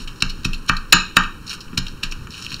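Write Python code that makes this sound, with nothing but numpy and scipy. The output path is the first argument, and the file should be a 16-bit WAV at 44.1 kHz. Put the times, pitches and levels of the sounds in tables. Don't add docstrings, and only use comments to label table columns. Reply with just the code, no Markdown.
import sys
import numpy as np
from scipy import signal
from scipy.fft import rfft, irfft, next_fast_len
from scipy.io import wavfile
from scipy.ndimage import uniform_filter1d

SR = 44100
rng = np.random.default_rng(int(sys.argv[2]) if len(sys.argv) > 2 else 0)


def rack_gain(trim_db):
    fader = np.asarray(trim_db, float)
    return 10 ** (fader / 20)


def pcm_store(signal):
    levels = np.round(np.clip(np.atleast_2d(signal), -1, 1) * 32767)
    wavfile.write(sys.argv[1], SR, levels.astype(np.int16).T)


N = 114660

# (frequency [Hz], level [dB])
PASTE = [(400, -18.5), (1000, -6.5), (2000, -4), (3000, 0), (5500, -3.5), (8000, -12.5), (12000, -18.5),
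         (16000, -19)]


def colour(x, points):
    hz, db = np.array(points).T
    n = next_fast_len(len(x) + 4096)
    f = np.arange(n // 2 + 1) * SR / n + 1
    gain = rack_gain(np.interp(np.log(f), np.log(hz), db))
    return irfft(rfft(x, n) * gain, n)[:len(x)]


def band(x, hz, q):
    return signal.lfilter(*signal.iirpeak(min(hz, 0.45 * SR), q, fs=SR), x)


def decay(t, t60):
    return np.exp(-np.log(1000) * t / t60)


def ring(modes, t, phase=0, scatter_db=0, detune=0):
    size, shift = rng.standard_normal((2, len(modes)))
    out = 0
    for (hz, db, t60), s, d in zip(modes, size, shift):
        wave = np.sin(2 * np.pi * hz * (1 + detune * d) * t + phase)
        out = out + rack_gain(db + scatter_db * s) * wave * decay(t, t60)
    return out


def add(out, s, x):
    i = max(int(round(s * SR)), 0)
    out[i:i + len(x)] += x[:N - i]


def grains(size, rate, spread_db):
    chance, sign, weight = rng.random((3, size))
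    g = (chance < rate / SR) * np.sign(sign - 0.5) * rack_gain(-spread_db * np.log(weight + 0.01))
    return g / np.sqrt(np.mean(g ** 2) + 1e-12)


def clumps(rate, slew=2):
    k = int(SR / rate)
    return uniform_filter1d(np.repeat(rng.standard_normal(N // k + 1), k), k // slew)[:N]


def stone_contacts():
    # (time [s], bowl level [dB], click level [dB], pestle level [dB])
    contacts = [(0.2231, -22.5, -10.5, -71), (0.45, -49.5, -20.5, -53.5), (0.4512, -30, -20.5, -68),
                (0.696, -10.5, -15.5, -52.5), (0.9255, -23, -4, -25), (.927, -13.5, 4.5, -24.5),
                (0.9301, -4.5, -17, -46.5), (1.1682, -4.5, -4, -34.5), (1.731, -41.5, -74.5, -83),
                (1.7742, -41.5, -23, -72.5), (1.7771, -33.5, -19.5, -66), (2.033, -35.5, -22.5, -58),
                (2.036, -43.5, -21.5, -75.5), (2.271, -39.5, -44.5, -66.5)]
    tick_levels = [-20.5, -23, -39, -19.5, -8, 2, -13.5, -4, -61.5, -24.5, -21.5, -29.5, -21.5, -43]
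    # (frequency [Hz], level [dB], t60 [s])
    bowl = [(970, -5, 0.01334), (1212, -10.5, 0.0073), (1272.7, -0.5, 0.02324), (1396.1, -2, 0.0269),
            (1483.7, -6, 0.0222), (1549.8, -3.5, 0.0239), (1636.5, -1.5, 0.0333), (1810, 1.5, 0.03005),
            (2377, 5.5, 0.0164), (2612.4, -3, 0.0257), (2894, 5, 0.00956)]
    click = [(2114, -7, 0.0072), (2600, 1, 0.01376), (2851, 4, 0.0069), (3711.3, -2, 0.01535),
             (3935.5, 2, 0.00636), (4250, 9, 0.00442), (5400, -4.5, 0.00293)]
    pestle = [(6840, -6.5, 0.034), (6946, 10, 0.035), (7004, 9.5, 0.058), (7024, 9.5, 0.0403),
              (6966, -0.5, 0.039), (7123, 2, 0.047)]
    tick = [(7798, 0.5, 0.00378), (9440, -8, 0.00495), (12390, -6.5, 0.00386)]
    out, t = np.zeros(N), np.arange(SR // 3) / SR
    onset = np.minimum(t / 0.000336, 1)
    for (s, bowl_db, click_db, pestle_db), tick_db in zip(contacts, tick_levels):
        stone = rack_gain(bowl_db) * ring(bowl, t, scatter_db=1.5, detune=0.005)
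        stone += rack_gain(click_db) * ring(click, t, scatter_db=1.5, detune=0.03)
        stone += rack_gain(pestle_db) * ring(pestle, t, scatter_db=1.5, detune=0.004)
        stone += rack_gain(tick_db) * ring(tick, t, scatter_db=1.5, detune=0.03)
        add(out, s, stone * onset)
    return out


def crushed_paste():
    # (time [s], level [dB], rise [s], fall [s], centre [Hz])
    crushes = [
        (0.2234, -4.5, 0.00054, 0.00192, 4180),
        (0.4489, -17, 0.00213, 0.00804, 4200),
        (0.693, -13.5, 0.00515, 0.00246, 3856),
        (0.925, 0, 0.000665, 0.0047, 3820),
        (1.168, -14.5, 0.00297, 0.00405, 5900),
        (1.7769, -10, 0.0012, 0.00548, 4090),
        (2.033, -18.5, 0.002, 0.0135, 2830),
    ]
    out, lead_s = np.zeros(N), 0.02
    v = np.arange(3000) / SR - lead_s
    for s, db, rise, fall, hz in crushes:
        env = np.where(v < 0, np.exp(v / max(rise, 2e-4)), np.exp(-v / max(fall, 5e-4)))
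        crush = band(colour(grains(3000, 11000, 1.0) * env, PASTE), hz, 0.816)
        add(out, s - lead_s, rack_gain(db + 6) * crush)
    return out


def blows():
    high_pass = signal.butter(2, 624, "high", fs=SR, output="sos")
    return signal.sosfilt(high_pass, stone_contacts() + crushed_paste())


def smacks():
    # (time [s], peak level [dB], centre [Hz], decay [s])
    bursts = [(0.0743, -27, 2960, 0.0108), (0.2044, -29.5, 4300, 0.0075), (0.2212, -30, 5200, 0.00117),
              (0.293, -32, 4200, 0.0028), (0.297, -23.5, 4265, 0.00785), (0.434, -34.5, 4500, 0.00286),
              (0.533, -19, 2826, 0.00452), (.542, -29, 4120, 0.0094), (0.581, -37.5, 9000, 0.00247),
              (0.663, -36.5, 8960, 0.0037), (0.689, -27.5, 3040, 0.0025), (0.7674, -20.5, 4250, 0.00451),
              (1.235, -25.5, 2950, 0.0073), (1.466, -34, 5400, 0.0042), (1.4698, -28.5, 5300, 0.00202),
              (1.478, -28, 4600, 0.00414), (1.487, -32.5, 4200, 0.0025), (1.4954, -18.5, 5400, 0.00155),
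              (1.501, -23.5, 4860, 0.00297), (1.5053, -25.5, 5000, 0.00185), (1.514, -24, 4230, .003),
              (1.5167, -25, 2600, .003), (1.5314, -20.5, 2600, 0.0012), (1.54, -40.5, 4800, 0.003),
              (1.605, -29.5, 4630, 0.01), (1.678, -39.5, 2600, 0.0068), (1.788, -16, 4530, 0.0027),
              (1.867, -25, 3526, 0.0052), (1.883, -27, 4030, 0.0035), (2.112, -31.5, 5810, 0.0117),
              (2.1225, -20.5, 2530, 0.0046), (2.305, -34.5, 5500, 0.0061), (2.331, -34, 4300, 0.00206),
              (2.338, -32.5, 4230, 0.00174), (2.343, -30, 2810, 0.0028), (2.37, -36.5, 2600, 0.0043),
              (2.377, -33.5, 2670, 0.0089), (2.4244, -23.5, 5650, 0.002), (2.43, -27.5, 5400, .003),
              (2.441, -32, 4400, 0.0033), (2.447, -23, 5150, 0.0029), (2.465, -21, 2880, 0.001855),
              (2.457, -31, 4300, 0.0023), (2.499, -36, 5000, 0.0016), (2.505, -30, 4370, 0.0044),
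              (2.5181, -23.5, 2600, 0.004), (2.525, -20, 2655, 0.0036), (2.532, -27, 4040, 0.0034),
              (2.5434, -17.5, 4550, 0.00208), (2.565, -31, 4170, 0.0027), (2.596, -37.5, 4300, 0.0034)]
    lead_bubble = 2.4
    out, t = np.zeros(N), np.arange(2600) / SR
    for s, db, hz, fall in bursts:
        fall = max(fall, 0.001)
        env = np.minimum(t / (0.3 * fall), 1) * np.exp(-t / fall)
        bubbles = grains(len(t), 9000, 3.0) * env
        bubbles[env.argmax()] = lead_bubble * env.max()
        bubbles = colour(bubbles, PASTE)
        add(out, s - 0.001, rack_gain(db + 8.5) * (1.272 * band(bubbles, hz, 3.64) + 0.297 * bubbles))
    return out


def grinding():
    # (time [s], level [dB])
    pressure = [(0, -33), (0.059, -50), (.3, -50.5), (.6, -53.5), (1.4, -58), (1.46, -51.5), (1.483, -31.5),
                (1.537, -32), (1.568, -48.5), (1.75, -55.5), (1.9, -45.5), (1.95, -55), (2.15, -51),
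                (2.29, -53), (2.328, -40.5), (2.44, -38), (2.53, -42), (2.6, -43)]
    grit_sizes = (1400, 2700, 4200, 5600, 9000)
    grains_per_s, spread_db, clump_db = 1500, 3.2, 2.4
    crackle, shared = 0, clumps(58)
    for hz in grit_sizes:
        grit = band(grains(N, grains_per_s, spread_db), hz, 2.09)
        crackle = crackle + grit * rack_gain(clump_db * (shared + clumps(120)))
    crackle = colour(crackle, PASTE)
    time_s, level_db = np.array(pressure).T
    return crackle / crackle.std() * rack_gain(np.interp(np.arange(N) / SR, time_s, level_db) - 3)


def board():
    # (time [s], low modes level [dB], upper modes level [dB], counter sway level [dB])
    thumps = [(.0, -21, -20, -8), (0.229, -4.5, -6.5, -2.5), (0.391, -12, -21.5, -44.5),
              (0.4573, -1.5, -4, 0), (0.6999, -2, -3.5, -1), (0.9275, -4, 1.5, -4.5), (.946, -14, 2, -21),
              (1.172, -7, 0, -3), (1.734, -22, -9.5, -38.5), (1.783, -2, -7, -4), (2.042, -15, -17, -5),
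              (2.191, -11.5, -29.5, -33), (2.252, -19, -31.5, -35.5), (2.534, -12.5, -17.5, -38.5)]
    # (frequency [Hz], level [dB], t60 [s])
    low_modes = [(66.82, -27, 0.47), (104.16, -28, 0.219), (128.97, -20, 0.2397)]
    upper_modes = [(182.9, -18, 0.231), (202.8, -27.5, 0.136), (242.33, -25.5, 0.254), (278.3, -71.5, 0.24),
                   (335.23, -26, 0.227), (444.2, -34.5, 0.293)]
    push_s = 0.00295
    sway_hz, sway_db, sway_peak_s, sway_lag_s = 22.81, -17, 0.0495, 0.03388
    out, t = np.zeros(N), np.arange(SR // 2) / SR
    push = np.sin(np.pi / 2 * np.minimum(t / push_s, 1)) ** 2
    low = ring(low_modes, t - push_s, -np.pi / 2) * push
    upper = ring(upper_modes, t - push_s, -1.336) * push
    u = t / sway_peak_s
    swell = (u * np.exp(1 - u)) ** 1.395
    sway = rack_gain(sway_db) * swell * np.cos(2 * np.pi * sway_hz * (t - push_s - sway_lag_s))
    for s, low_db, upper_db, counter_db in thumps:
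        add(out, s - push_s, rack_gain(low_db) * low + rack_gain(upper_db) * upper + rack_gain(counter_db) * sway)
    return out


def kitchen(x):
    # (frequency [Hz], level [dB], t60 [s])
    echo_bands = [(247.4, -14.5, 0.112), (644, -18, 0.287), (1073.5, -17, 0.2905), (1690, -20, 0.328),
                  (2934, -24, 0.432), (4300, -22.5, 0.195), (5500, -24.5, 0.33), (6830, -21, 0.333),
                  (10000, -26.5, 0.18)]
    # (frequency [Hz], level [dB])
    furnishings = [(100, 0), (7300, 0), (8200, -12), (16000, -16)]
    t, echo = np.arange(SR // 2) / SR, 0
    for hz, db, t60 in echo_bands:
        noise = rng.standard_normal(len(t))
        for _ in range(3):
            noise = band(noise, hz, 1.054)
        echo = echo + rack_gain(db) * noise / noise.std() * decay(t, t60) / np.sqrt(t60 * SR / 14)
    arrival = np.clip((t - 0.004) / 0.00267, 0, 1)
    return signal.fftconvolve(colour(x, furnishings), echo * arrival)[:N]


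def hum():
    # (frequency [Hz], density [dB per Hz])
    noise_floor = [(25, -54.5), (60, -61.5), (200, -61.5), (500, -71), (1500, -75), (4000, -87.5),
                   (8000, -92.5), (16000, -100)]
    noise = colour(rng.standard_normal(N), noise_floor) * np.sqrt(SR / 2)
    rumble = signal.sosfilt(signal.butter(1, 300, fs=SR, output="sos"), noise)
    wander_db = 1.7 * clumps(12, slew=1)
    return rack_gain(-8.0) * (noise + rumble * (rack_gain(wander_db) - 1))


def scene():
    solid = board()
    air = blows() + smacks() + grinding()
    return (air + kitchen(air + 0.184 * solid) + 0.5 * solid + hum())[None]


def band_limit(x):
    return signal.sosfilt(signal.butter(12, 20000, fs=SR, output="sos"), x)


def record(dry):
    late_s, late_gain, hiss_db = 32 / 44100, 0.9, -61.5
    overload, overshoot, top_hz = 1.02, 1.2, 15650
    n = next_fast_len(N + 100)
    f = np.arange(n // 2 + 1) * SR / n
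    comb = 1 + late_gain * np.exp(-2j * np.pi * f * late_s)
    x = irfft(rfft(dry, n) * comb, n)[:, :N]
    x = x + rack_gain(hiss_db) * rng.standard_normal(x.shape)
    top_cut = signal.ellip(10, 0.2, 80, top_hz, fs=SR, output="sos")
    x = signal.sosfilt(top_cut, np.clip(x, -overload, overload))
    return band_limit(np.clip(x, -overshoot, overshoot))


dry = scene()
out = record(dry)
pcm_store(out)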